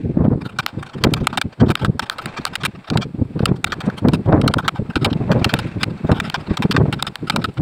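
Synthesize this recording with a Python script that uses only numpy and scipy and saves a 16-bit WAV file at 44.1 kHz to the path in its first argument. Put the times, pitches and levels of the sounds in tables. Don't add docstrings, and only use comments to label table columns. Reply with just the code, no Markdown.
import sys
import numpy as np
from scipy import signal
from scipy.fft import rfft, irfft, next_fast_len
from scipy.io import wavfile
from scipy.ndimage import uniform_filter1d

SR = 44100
rng = np.random.default_rng(int(sys.argv[2]) if len(sys.argv) > 2 else 0)


def inscribe(sig):
    pcm = np.round(np.clip(np.atleast_2d(sig).T, -1, 1) * 32767)
    wavfile.write(sys.argv[1], SR, pcm.astype(np.int16))


def undo_db(level):
    steps = np.asarray(level, float) / 20
    return 10 ** steps


N = 335691


def in_time(rows):
    s, *columns = np.transpose(rows)
    return [np.interp(np.arange(N) / SR, s, column) for column in columns]


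def rms_one(x):
    return x / np.sqrt(np.mean(x ** 2) + 1e-20)


def coloured(spectrum):
    size = next_fast_len(N)
    hz = np.maximum(np.arange(size // 2 + 1) * SR / size, 1)
    points = np.array(spectrum, float)
    gain = undo_db(np.interp(np.log(hz), np.log(points[:, 0]), points[:, 1]))
    return rms_one(irfft(rfft(rng.standard_normal(size)) * gain, size)[:N])


def drift(rate_hz):
    r = np.exp(-2 * np.pi * rate_hz / SR)
    return rms_one(signal.lfilter([1], [1, -2 * r, r * r], rng.standard_normal(N)))


def lowpass(x, order, top_hz):
    return signal.sosfilt(signal.butter(order, top_hz, fs=SR, output="sos"), x)


def resonate(push, modes, luck_db):
    out = 0
    for k, (hz, width, db) in enumerate(modes):
        r = np.exp(-np.pi * max(width, 20) / SR)
        b = np.array([1, 0, -1]) * (1 - r * r) / 2
        a = [1, -2 * r * np.cos(2 * np.pi * hz / SR), r * r]
        out = out + (-1) ** k * undo_db(db + luck_db[k]) * signal.lfilter(b, a, push)
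    return out


# [t/s, level/dB]
BREEZE_CURVE = [(0, -43), (0.25, -19), (0.6, -43), (1.0, -28), (1.3, -39), (1.5, -39.5), (1.9, -41),
                (2.2, -39), (2.5, -33.5), (2.82, -40.5), (3.4, -34), (4.0, -36.5), (4.3, -8), (4.75, -37.5),
                (5.4, -26), (5.95, -34.5), (6.85, -32.5), (7.61, -33)]
# [centre t/s, depth/dB]
LULLS = [
    (0.9, 11),
    (4.235, 19),
    (6.42, 1.5),
    (7.17, 9),
    (7.535, 15),
]
LULL_S = 0.066


def breeze():
    t = np.arange(N) / SR
    db, = in_time(BREEZE_CURVE)
    return db - sum(depth_db * np.exp(-((t - s) / LULL_S) ** 2) for s, depth_db in LULLS)


# [centre t/s, level/dB]
NUDGES = [(0.007, -24.5), (0.46, -20), (0.539, -31), (0.812, -25.5), (0.987, -29), (1.012, -22),
          (1.184, -20), (1.258, -24.5), (1.306, -26.5), (1.331, -24.5), (1.362, -29), (1.383, -22.5),
          (1.749, -32), (1.926, -31), (2.031, -25), (2.261, -23.5), (2.41, -34), (2.639, -21),
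          (2.661, -28.5), (2.686, -23.5), (3.089, -29.5), (3.149, -21), (3.256, -24.5), (3.309, -26),
          (3.565, -29), (3.6, -29), (3.665, -25.5), (3.726, -25.5), (3.789, -21.5), (3.845, -21),
          (3.944, -28.5), (4.028, -17.5), (4.67, -26), (4.69, -30), (4.744, -23), (4.853, -30),
          (4.999, -24), (5.252, -26), (5.621, -36), (5.821, -22), (6.002, -34), (6.162, -20.5),
          (6.222, -22), (6.253, -23), (6.49, -20), (6.727, -22.7), (7.049, -35), (7.081, -27), (7.305, -24),
          (7.446, -20)]
NUDGE_MS = 18.5
# [centre t/s, level/dB, width/ms, flutter/dB]
PUFFS = [(0.174, -4.5, 7.7, -4.5), (0.282, -4, 7.6, -17), (0.358, -12.5, 6.7, -17), (0.376, -20.5, 28, -7),
         (0.595, -20.5, 15, -2), (0.961, -21, 24, -2), (1.07, -3.5, 10, -5.5), (1.125, -12.5, 20, 0),
         (1.652, -20, 17, -5), (1.672, -12, 14, -7), (1.703, -10.5, 27, -1.5), (1.837, -15.5, 46, 1),
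         (1.884, -11.5, 9.4, -11), (1.898, -7.5, 10.6, -23), (1.956, -23.5, 28, -9), (2.395, -20, 14, -4),
         (2.959, -7.5, 10.6, 3), (3.22, -7.5, 14.3, -14), (3.406, -9, 7.7, -5), (3.434, -11, 16, 4),
         (3.473, -21.5, 18, 14), (3.494, -12, 17, -4), (3.516, -7, 14.3, -5.5), (3.546, -20.5, 16, 4),
         (4.052, -6.5, 14.3, 3), (4.288, -11, 45, -0.5), (4.379, -11.5, 31, 1), (4.57, -12.5, 23.6, 4),
         (4.797, -11.5, 12.7, -7), (4.967, -9, 13, -16), (5.027, -13, 28, -1), (5.07, -14.5, 30, 10.5),
         (5.122, -12, 17, 0), (5.277, -20.5, 35, 4), (5.31, -8.5, 30, 3), (5.42, -13, 17.5, 10.5),
         (5.465, -11, 17.6, 9.5), (5.655, -16.5, 25, -9), (5.836, -18.5, 11, -8), (6.049, -10, 17.4, 1.5),
         (6.098, -12.5, 17, 12.5), (6.191, -21, 12, 0.0), (6.278, -20, 11.5, 10), (6.603, -15, 22, 1),
         (6.75, -8.5, 15, -5), (6.783, -5.5, 9.7, -5), (6.888, -11.5, 18, 2), (6.932, -15.5, 15.5, -3),
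         (6.971, -23, 32, -2), (7.386, -16, 35, 4), (7.488, -21, 25, -6),
         (0.054, -15, 38, -24), (0.1, -15.5, 29, -20), (0.212, -9.5, 30, -5.5), (0.252, -10.5, 34, -1),
          (0.323, -11, 40, -2.5), (0.778, -19.5, 27, -18), (1.047, -10, 22.5, 3.5), (1.09, -14.5, 19, -1),
          (1.153, -20, 61, 0.0), (1.22, -13.5, 31, -9), (1.457, -18.5, 25, -20), (1.625, -4.5, 36.4, -10),
          (2.921, -14.5, 31, 1), (2.984, -15.5, 43, 1), (3.058, -22, 28, -1), (3.192, -15.5, 14, -7),
          (3.365, -16, 27, 1), (3.88, -9.5, 19.5, 4), (4.082, -7.5, 33.5, -7.5), (4.14, -9.5, 26, -1.5),
          (4.169, -18, 23, -14), (4.198, -19, 35, -1), (4.264, -15.5, 14, 4), (4.335, -10.5, 39, 5.5),
          (4.359, -16, 18, 11), (4.412, -18, 39, -11), (4.465, -5.5, 10.5, 1), (4.502, -15, 20, 8.5),
          (4.82, -14.5, 14, -24), (4.897, -17.5, 8.9, -8), (5.162, -13, 16, 1), (5.212, -15.5, 33.5, 6),
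          (5.329, -14.5, 12, -3), (5.366, -12.5, 52, 3.5), (5.541, -12, 24, 9), (5.588, -21.5, 41, 2),
          (5.769, -18, 33, 2), (5.877, -18, 33, 4), (5.914, -20.0, 21, 4), (6.12, -5.5, 21, 2.5),
          (6.378, -20, 15, 1), (6.513, -8, 12, -3.5), (6.652, -6.5, 14, 1), (6.702, -13.5, 14, -5),
          (6.81, -7, 26.4, -2.5), (6.836, -9, 18, -22), (6.856, -17.5, 20, 7), (7.234, -18.5, 24, -5),
          (7.348, -18.5, 33, 3), (7.6, -13.5, 38, -6)]
# [f/Hz, level/dB per Hz]
WIND_COLOUR = [(15, -52.5), (25, -23), (114, 3.5), (157, 4), (448, -10), (700, -19), (910, -19),
               (1540, -120)]
RUMBLE_TOP_HZ = 437


def wind(steady_db):
    t = np.arange(N) / SR
    strength = undo_db(steady_db - 6.0 + 11.8 * np.minimum(drift(23), 1))
    flutter_db = np.zeros(N)
    nudges = [(s, db, NUDGE_MS, -3.0) for s, db in NUDGES]
    for s, db, width, own_db in PUFFS + nudges:
        near = slice(max(round((s - 0.1) * SR), 0), round((s + 0.1) * SR))
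        offset = 2000 * (t[near] - s) / width
        offset = np.where(offset < 0, -1.4 * offset, 0.97 * offset)
        puff = undo_db(db - 6.42 * np.minimum(offset, 5) ** 1.53)
        flutter_db[near] = np.where(puff > strength[near], own_db, flutter_db[near])
        strength[near] = np.maximum(strength[near], puff)

    rumble = coloured(WIND_COLOUR)
    lumps = np.sqrt(uniform_filter1d(uniform_filter1d(rumble ** 2, 500), 500))
    rumble = rumble / (lumps + 0.013)
    rumble = rms_one(rumble * np.abs(rumble) ** 0.14)
    rumble = lowpass(rumble, 3, RUMBLE_TOP_HZ)

    flutter = coloured([(250, -1.5), (500, 9.0), (1000, -3.0), (2000, -19.5), (3500, -51.0), (7000, -86.0)])
    flutter = flutter * undo_db(uniform_filter1d(flutter_db, size=200) + 2.0 * drift(63))
    flutter = flutter * np.sqrt(1 + rumble ** 2)
    flutter_strength = undo_db(4.0) * strength * uniform_filter1d(strength, 2500) ** 1.172
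    return strength * rumble + flutter_strength * flutter


# [t/s, level/dB, bite/dB]
PRESSURE = [(0, -54, 10.5), (0.4, -51, -14), (0.75, -43, -7), (1.35, -48.5, 2.5), (1.9, -51, -11),
            (2.3, -36, 0), (2.7, -50, 3), (3.25, -53.5, -2.5), (3.45, -48, 6), (3.62, -50.5, -11.5),
            (3.85, -39, -4), (4.1, -49.5, 0), (4.85, -47.5, -4.5), (5.55, -41.5, 9), (5.85, -48, 2.5),
            (6.15, -40.5, 0), (6.9, -44.5, -0.5), (7.61, -50.5, -2)]


def blade_pressure():
    return in_time(PRESSURE)


# [f/Hz, level/dB per Hz]
AIR = [(300, 12), (800, 16), (1500, 9), (2600, -5), (4500, -41), (8000, -19), (10500, -54), (16000, -54)]
# [f/Hz, level/dB per Hz]
HISS = [(1000, -3), (4500, -3), (6300, -19.5), (8000, -9), (9500, -16), (10800, -23), (16000, -23)]
HISS_DB, HISS_RISE_DB_PER_S = -63.5, 0.8
SPLINTER_TOP_HZ = 8500


def scrape(level_db, bite_db):
    fibres = rng.standard_normal(N) * undo_db(2.5 * drift(300))
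    grit = resonate(fibres, [(1440, 1900, -4.5), (1533, 150, 10.0), (2200, 490, 5.0),
                             (2670, 170, 10), (3180, 750, -5.5), (4500, 870, -14)], np.zeros(6))
    grit = lowpass(grit, 4, SPLINTER_TOP_HZ)
    wander = undo_db(2.0 * drift(25))
    moving = undo_db(level_db) * wander * (coloured(AIR) + undo_db(bite_db - 7) * rms_one(grit))
    hiss = undo_db(HISS_DB + HISS_RISE_DB_PER_S * np.arange(N) / SR) * coloured(HISS)
    return moving + hiss


# [f/Hz, width/Hz, level/dB]
WOOD = [(450, 393, -4), (710, 130, 3), (819, 150, 4.5), (1145, 226, 4), (1305, 102, 9.5), (1542, 195, 4.5)]
# [f/Hz, width/Hz, level/dB]
BODY = [(2047, 310, -0.5), (2360, 74, 6.5), (2678, 300, 2), (3184, 294, 2.5), (3668, 170, 5),
        (4200, 420, -0.5), (4900, 520, -4.5), (5360, 270, -5)]
# [f/Hz, width/Hz, level/dB]
STEEL = [(6430, 630, -2), (7150, 96, 2.5), (7950, 2420, 5), (9450, 2900, -2.5), (12300, 180, -6),
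         (13900, 710, -2.5), (15000, 1900, -8)]
SPLINTERS_PER_S, SPLINTER_DB = 2600, -16
SLICE_S, SLICE_JUMP_DB = 0.028, -1


def splinters(level_db):
    sizes = undo_db(1.6 * np.minimum(rng.exponential(1, N), 5)) * rng.choice([-1, 1], N)
    snaps = sizes * (rng.random(N) < SPLINTERS_PER_S / SR) + 1e-18
    slice_index = (np.arange(N) / SR / SLICE_S).astype(int)
    jumps = uniform_filter1d(rng.standard_normal(400)[slice_index], size=300)
    snaps = lowpass(snaps, 4, SPLINTER_TOP_HZ)
    ringing = resonate(snaps, WOOD[1:] + BODY + STEEL[2:4], [0] * 13 + [-15.0] * 2)
    return undo_db(level_db + SPLINTER_DB + SLICE_JUMP_DB * jumps) * rms_one(ringing)


def struck(noise, luck_db, shape, gate, wood_db, steel_db, tilt):
    part = 0
    groups = ((WOOD, wood_db, 1 - tilt, 0), (BODY, 0, 1, 8), (STEEL, steel_db, 1 + tilt, 16))
    for modes, level_db, speed, skip in groups:
        ringing = resonate(noise * shape ** speed, modes, luck_db[skip:])
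        ringing = ringing * gate * shape ** 0.038
        part = part + undo_db(level_db) * ringing / np.sqrt(np.sum(ringing ** 2) / np.sum(gate ** 2))
    return part


# [centre t/s, level/dB, steel/dB]
BRUSHES = [(0.249, -45.5, -15.5), (0.418, -36.5, -20), (0.497, -40, -17), (0.527, -49, -20),
           (0.567, -49, -23.6), (0.634, -42, -17), (0.796, -42.5, -16), (0.87, -39, -11),
           (0.897, -42.3, -13), (0.942, -38, -14.2), (0.984, -41.5, -17.2), (1.019, -44, -16.7),
           (1.073, -47, -19.6), (1.11, -45, -10), (1.21, -41.5, -13), (1.243, -40, -12),
           (1.304, -42, -21.4), (1.532, -43, -15), (1.668, -42, -19), (1.776, -38.5, -22),
           (1.799, -35.5, -20), (2.066, -40, -16.8), (2.223, -38.5, -10), (2.246, -44, -25),
           (2.289, -38.5, -23.4), (2.415, -41, -18.1), (2.539, -34.5, -20), (2.758, -42, -23),
           (2.85, -43.5, -27), (2.942, -36, -17.0), (3.424, -44, -18.1), (3.487, -36.5, -23),
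           (3.565, -45.5, -9), (3.706, -38, -29), (3.864, -42.5, -4), (4.261, -47, -15), (4.29, -49, -19),
           (4.345, -55, -35), (4.375, -58, -33.9), (4.446, -42.8, -25), (4.517, -40, -19.4),
           (5.108, -35.6, -19.9), (5.238, -57, -18), (5.397, -38, -24), (5.426, -35.7, -25),
           (5.636, -45, -20.7), (5.673, -40, -19), (5.688, -47, -23.2), (5.906, -44, -15.8),
           (5.98, -46.5, -13), (6.075, -44, -10), (6.279, -39, -15), (6.409, -40.5, -16.9),
           (6.471, -39, -24), (6.542, -36, -18.0), (6.656, -43, -15), (6.8, -51, -32), (6.864, -51, -19.2),
           (7.422, -35.5, -22), (7.492, -44, -19)]
BRUSH_MS = 16
# [centre t/s, level/dB, width/ms, steel/dB, wood/dB]
RATTLES = [(0.461, -36, 24, -15, 5.5), (0.688, -38, 32, -16, 3), (0.831, -32.5, 9.6, -10, 7),
           (1.174, -40, 23, -10, 12), (1.61, -29.5, 18, -17, 6.5), (1.691, -31.5, 16, -14, 6),
           (1.825, -34, 23.5, -17, 8), (2.032, -29.5, 20, -15, 2), (2.127, -40, 38, -12, 9),
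           (2.378, -27.5, 21, -17, 4), (2.615, -37, 20, -16, 6), (2.882, -37, 18, -19, 6),
           (3.026, -25.5, 24, -17.5, 0), (3.674, -33.5, 17, -16, 6), (3.902, -40, 7.4, -20, 17),
           (3.985, -31, 22, -13, 0.5), (4.122, -45, 10, -18, -1), (4.633, -47, 18, -20, 10),
           (4.656, -38.5, 26, -20, 11), (4.767, -40.5, 32, -16, 11.5), (4.907, -36.5, 17, -21, 6.5),
           (4.937, -50, 12, -13, 12), (5.026, -35, 23, -19, 5), (5.568, -37, 20, -23, 7),
           (5.818, -32, 31, -19, 2.5), (6.093, -46, 8.5, -24, 17.5), (6.172, -35, 53, -20, 6.5),
           (6.258, -32.5, 45, -19, 2.5), (6.325, -41, 16, -20, -9), (6.511, -37.5, 30, -23, 5),
           (6.749, -37.5, 17, -18, 14), (6.999, -33, 16, -22, 7), (7.051, -47, 11, -27, 16),
           (7.28, -34, 17, -16, 6.5), (7.331, -36, 24, -20, 4), (7.398, -46, 15, -21, 5),
           (7.543, -57, 9.1, 2, -1), (7.578, -34.5, 13.4, -21, 5)]


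def slices():
    out = np.zeros(N + 8192)
    ms = np.arange(4096) / SR * 1000 - 50
    rows = RATTLES + [(s, db, BRUSH_MS, steel_db, 3.5) for s, db, steel_db in BRUSHES]
    luck = rng.standard_normal((len(rows), 26)) * 3.8
    grain_levels = undo_db(3.2 * rng.standard_normal((len(rows), 128))).repeat(32, axis=1)
    grains = rng.standard_normal((len(rows), 4096)) * grain_levels
    for (s, db, width, steel_db, wood_db), chance, noise in zip(rows, luck, grains):
        distance = np.maximum(ms, -1.3 * ms) / (1.235 * min(width, 45))
        gate = np.cos(np.pi / 2 * np.clip(distance, 0, 1)) ** 3.1
        noise = signal.lfilter([1], [1, -0.55], noise)
        at = round((s - 0.05) * SR)
        ring = struck(noise, chance, undo_db(-0.2 * ms), gate, wood_db, steel_db, tilt=0.25)
        out[at:at + 4096] += undo_db(db - 2.0) * ring
    return out[:N]


# [t/s, level/dB, length/ms, wood/dB]
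FADING_BLOWS = [(0.5865, -23.5, 20, 5.5), (1.0376, -14.5, 10.5, -2), (1.1371, -17, 6.3, -5.5),
                (1.27, -14.5, 4.3, 3.5), (1.3278, -40.5, 33, 12), (1.3735, -18.5, 11.7, 1),
                (1.3813, -32.5, 1.3, 14), (2.4521, -16.5, 0.99, 0.5), (2.9008, -24.5, 6.7, -2.5),
                (3.7206, -28, 21, 7), (4.0847, -27.5, 7.3, 1), (4.134, -28.5, 24, 1.5),
                (4.5384, -18.5, 3.9, 5.5), (4.679, -16.5, 12, 3.5), (5.0456, -17, 17.3, -2),
                (5.316, -28, 16.4, 6.5), (5.4439, -13.5, 7.9, -4), (5.5383, -15, 4, -0.5),
                (5.589, -27.5, 14, 2.5), (6.2002, -20.5, 6.7, 1.5), (6.3424, -25, 20.3, 6),
                (6.622, -25, 20, 2), (6.926, -25, 19.6, 0), (7.025, -14.5, 1.6, -2),
                (7.0671, -26, 19.4, -1), (7.2978, -16, 8.7, 0), (7.4411, -25, 16.7, 6.5)]
# [t/s, level/dB, length/ms, wood/dB, steel/dB]
HELD_BLOWS = [(0.6629, -14.5, 0.34, -1, -12.5), (1.702, -26.5, 17.7, 4.5, -11.5),
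              (1.7537, -15, 0.58, -1.5, -15), (2.4643, -33.5, 17.4, 5.5, -14),
              (2.5539, -19, 5.2, -3, -12.5), (2.634, -25.5, 10.5, 2, -17), (2.6499, -18, 15, -2, -9.5),
              (3.6431, -12.5, 2.6, -1.5, -10), (3.804, -32.5, 14, 3, -13), (4.414, -27, 4.3, -0.5, -13.5),
              (5.1292, -27.5, 5.6, -4, -24), (5.831, -15.5, 9.7, -3.5, -16), (6.5704, -23.5, 6.7, 0.5, -11),
              (6.7105, -20.5, 15.2, -2.5, -14.5)]
# [t/s, level/dB, length/ms, wood/dB, steel/dB]
DYING_BLOWS = [(1.414, -19.5, 9.8, 0, -11), (1.8469, -29, 21.4, 9, -11.5), (1.994, -23.5, 10, 6, -10.5),
               (2.0976, -18, 1.2, 1.5, -10), (2.1835, -33.5, 20, 7.5, -16), (2.2575, -26.5, 5, 0.5, -8.5),
               (2.9726, -21, 7.8, -3, -13), (3.3923, -38.5, 13, 7, -20), (3.4558, -15.5, 5.6, -1, -9.5),
               (4.3255, -36, 4.8, 14.5, -30), (4.4778, -18.5, 10.4, 1, -11), (4.5836, -32, 26, 12, -12),
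               (4.956, -25, 24, 4, -17.5), (5.4924, -31, 30, 3, -23), (6.1155, -28.5, 13, 4.5, -15.5),
               (6.2987, -24, 3.5, -3.5, -13.5), (6.7642, -22.5, 15, 7.5, -17),
               (7.156, -23.5, 1.1, -1, -11.5), (7.3609, -21.5, 9.5, 5.5, -10)]
HELD_LOSS_DB, FADING_LOSS_DB, DYING_LOSS_DB = 6.5, 11, 17.5
STEEL_DB, STEEL_PER_DOUBLING_DB = -13.5, -2
STEEL_LOSS_DB_PER_S = 0.6


def blow_rows():
    fading = []
    for s, db, length, wood_db in FADING_BLOWS:
        steel_db = STEEL_DB + STEEL_PER_DOUBLING_DB * np.log2(length / 10) - STEEL_LOSS_DB_PER_S * (s - 4)
        fading.append((s, db, length, wood_db, steel_db))
    kinds = ((HELD_BLOWS, HELD_LOSS_DB), (fading, FADING_LOSS_DB), (DYING_BLOWS, DYING_LOSS_DB))
    return [(s, db, length, loss_db, wood_db, steel_db)
            for table, loss_db in kinds for s, db, length, wood_db, steel_db in table]


SLICE_FADE_MS = 7.2


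def blows():
    out = np.zeros(N + 4096)
    ms = np.arange(2048) / SR * 1000
    rows = blow_rows()
    luck = rng.standard_normal((len(rows), 24)) * 2.67
    rattle = rng.standard_normal((len(rows), 2048))
    contact = np.clip(ms / 0.17, 0.02, 1) * (1 + 3.7 * np.exp(-ms / 0.15))
    clack = 2.27 * np.sin(np.pi * np.clip((ms - 0.25) / 0.059, 0, 1))
    for (s, db, length, loss_db, wood_db, steel_db), chance, noise in zip(rows, luck, rattle):
        shape = contact * undo_db(-1.2 * max(loss_db, 0) * ms / length)
        fade_ms = min(SLICE_FADE_MS, length * 0.19 + 0.79)
        gate = np.sin(np.pi / 2 * np.clip((length + 3.77 - ms) / fade_ms, 0, 1)) ** 2
        at = round(s * SR)
        ring = struck(noise + clack, chance, shape, gate, wood_db, steel_db, tilt=0.052)
        out[at:at + 2048] += undo_db(db) * ring
    return signal.sosfilt(signal.butter(3, 580, "high", fs=SR, output="sos"), out[:N])


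def scene():
    scrape_db, bite_db = blade_pressure()
    weather = wind(breeze())
    blade = scrape(scrape_db, bite_db) + splinters(scrape_db)
    return (weather + blade + slices() + blows())[None]


def band_limit(x):
    return signal.sosfilt(signal.butter(12, 16950, fs=SR, output="sos"), x)


MIC_TOP_HZ = 16800


def record(dry):
    dipped = dry - 0.49 * resonate(dry, [(6400, 560, 0.0018)], [0])
    limited = dipped / np.sqrt(np.sqrt(1 + dipped ** 4))
    cut = signal.sosfilt(signal.cheby2(10, 50, MIC_TOP_HZ, fs=SR, output="sos"), limited)
    return band_limit(cut)


dry = scene()
out = record(dry)
inscribe(out)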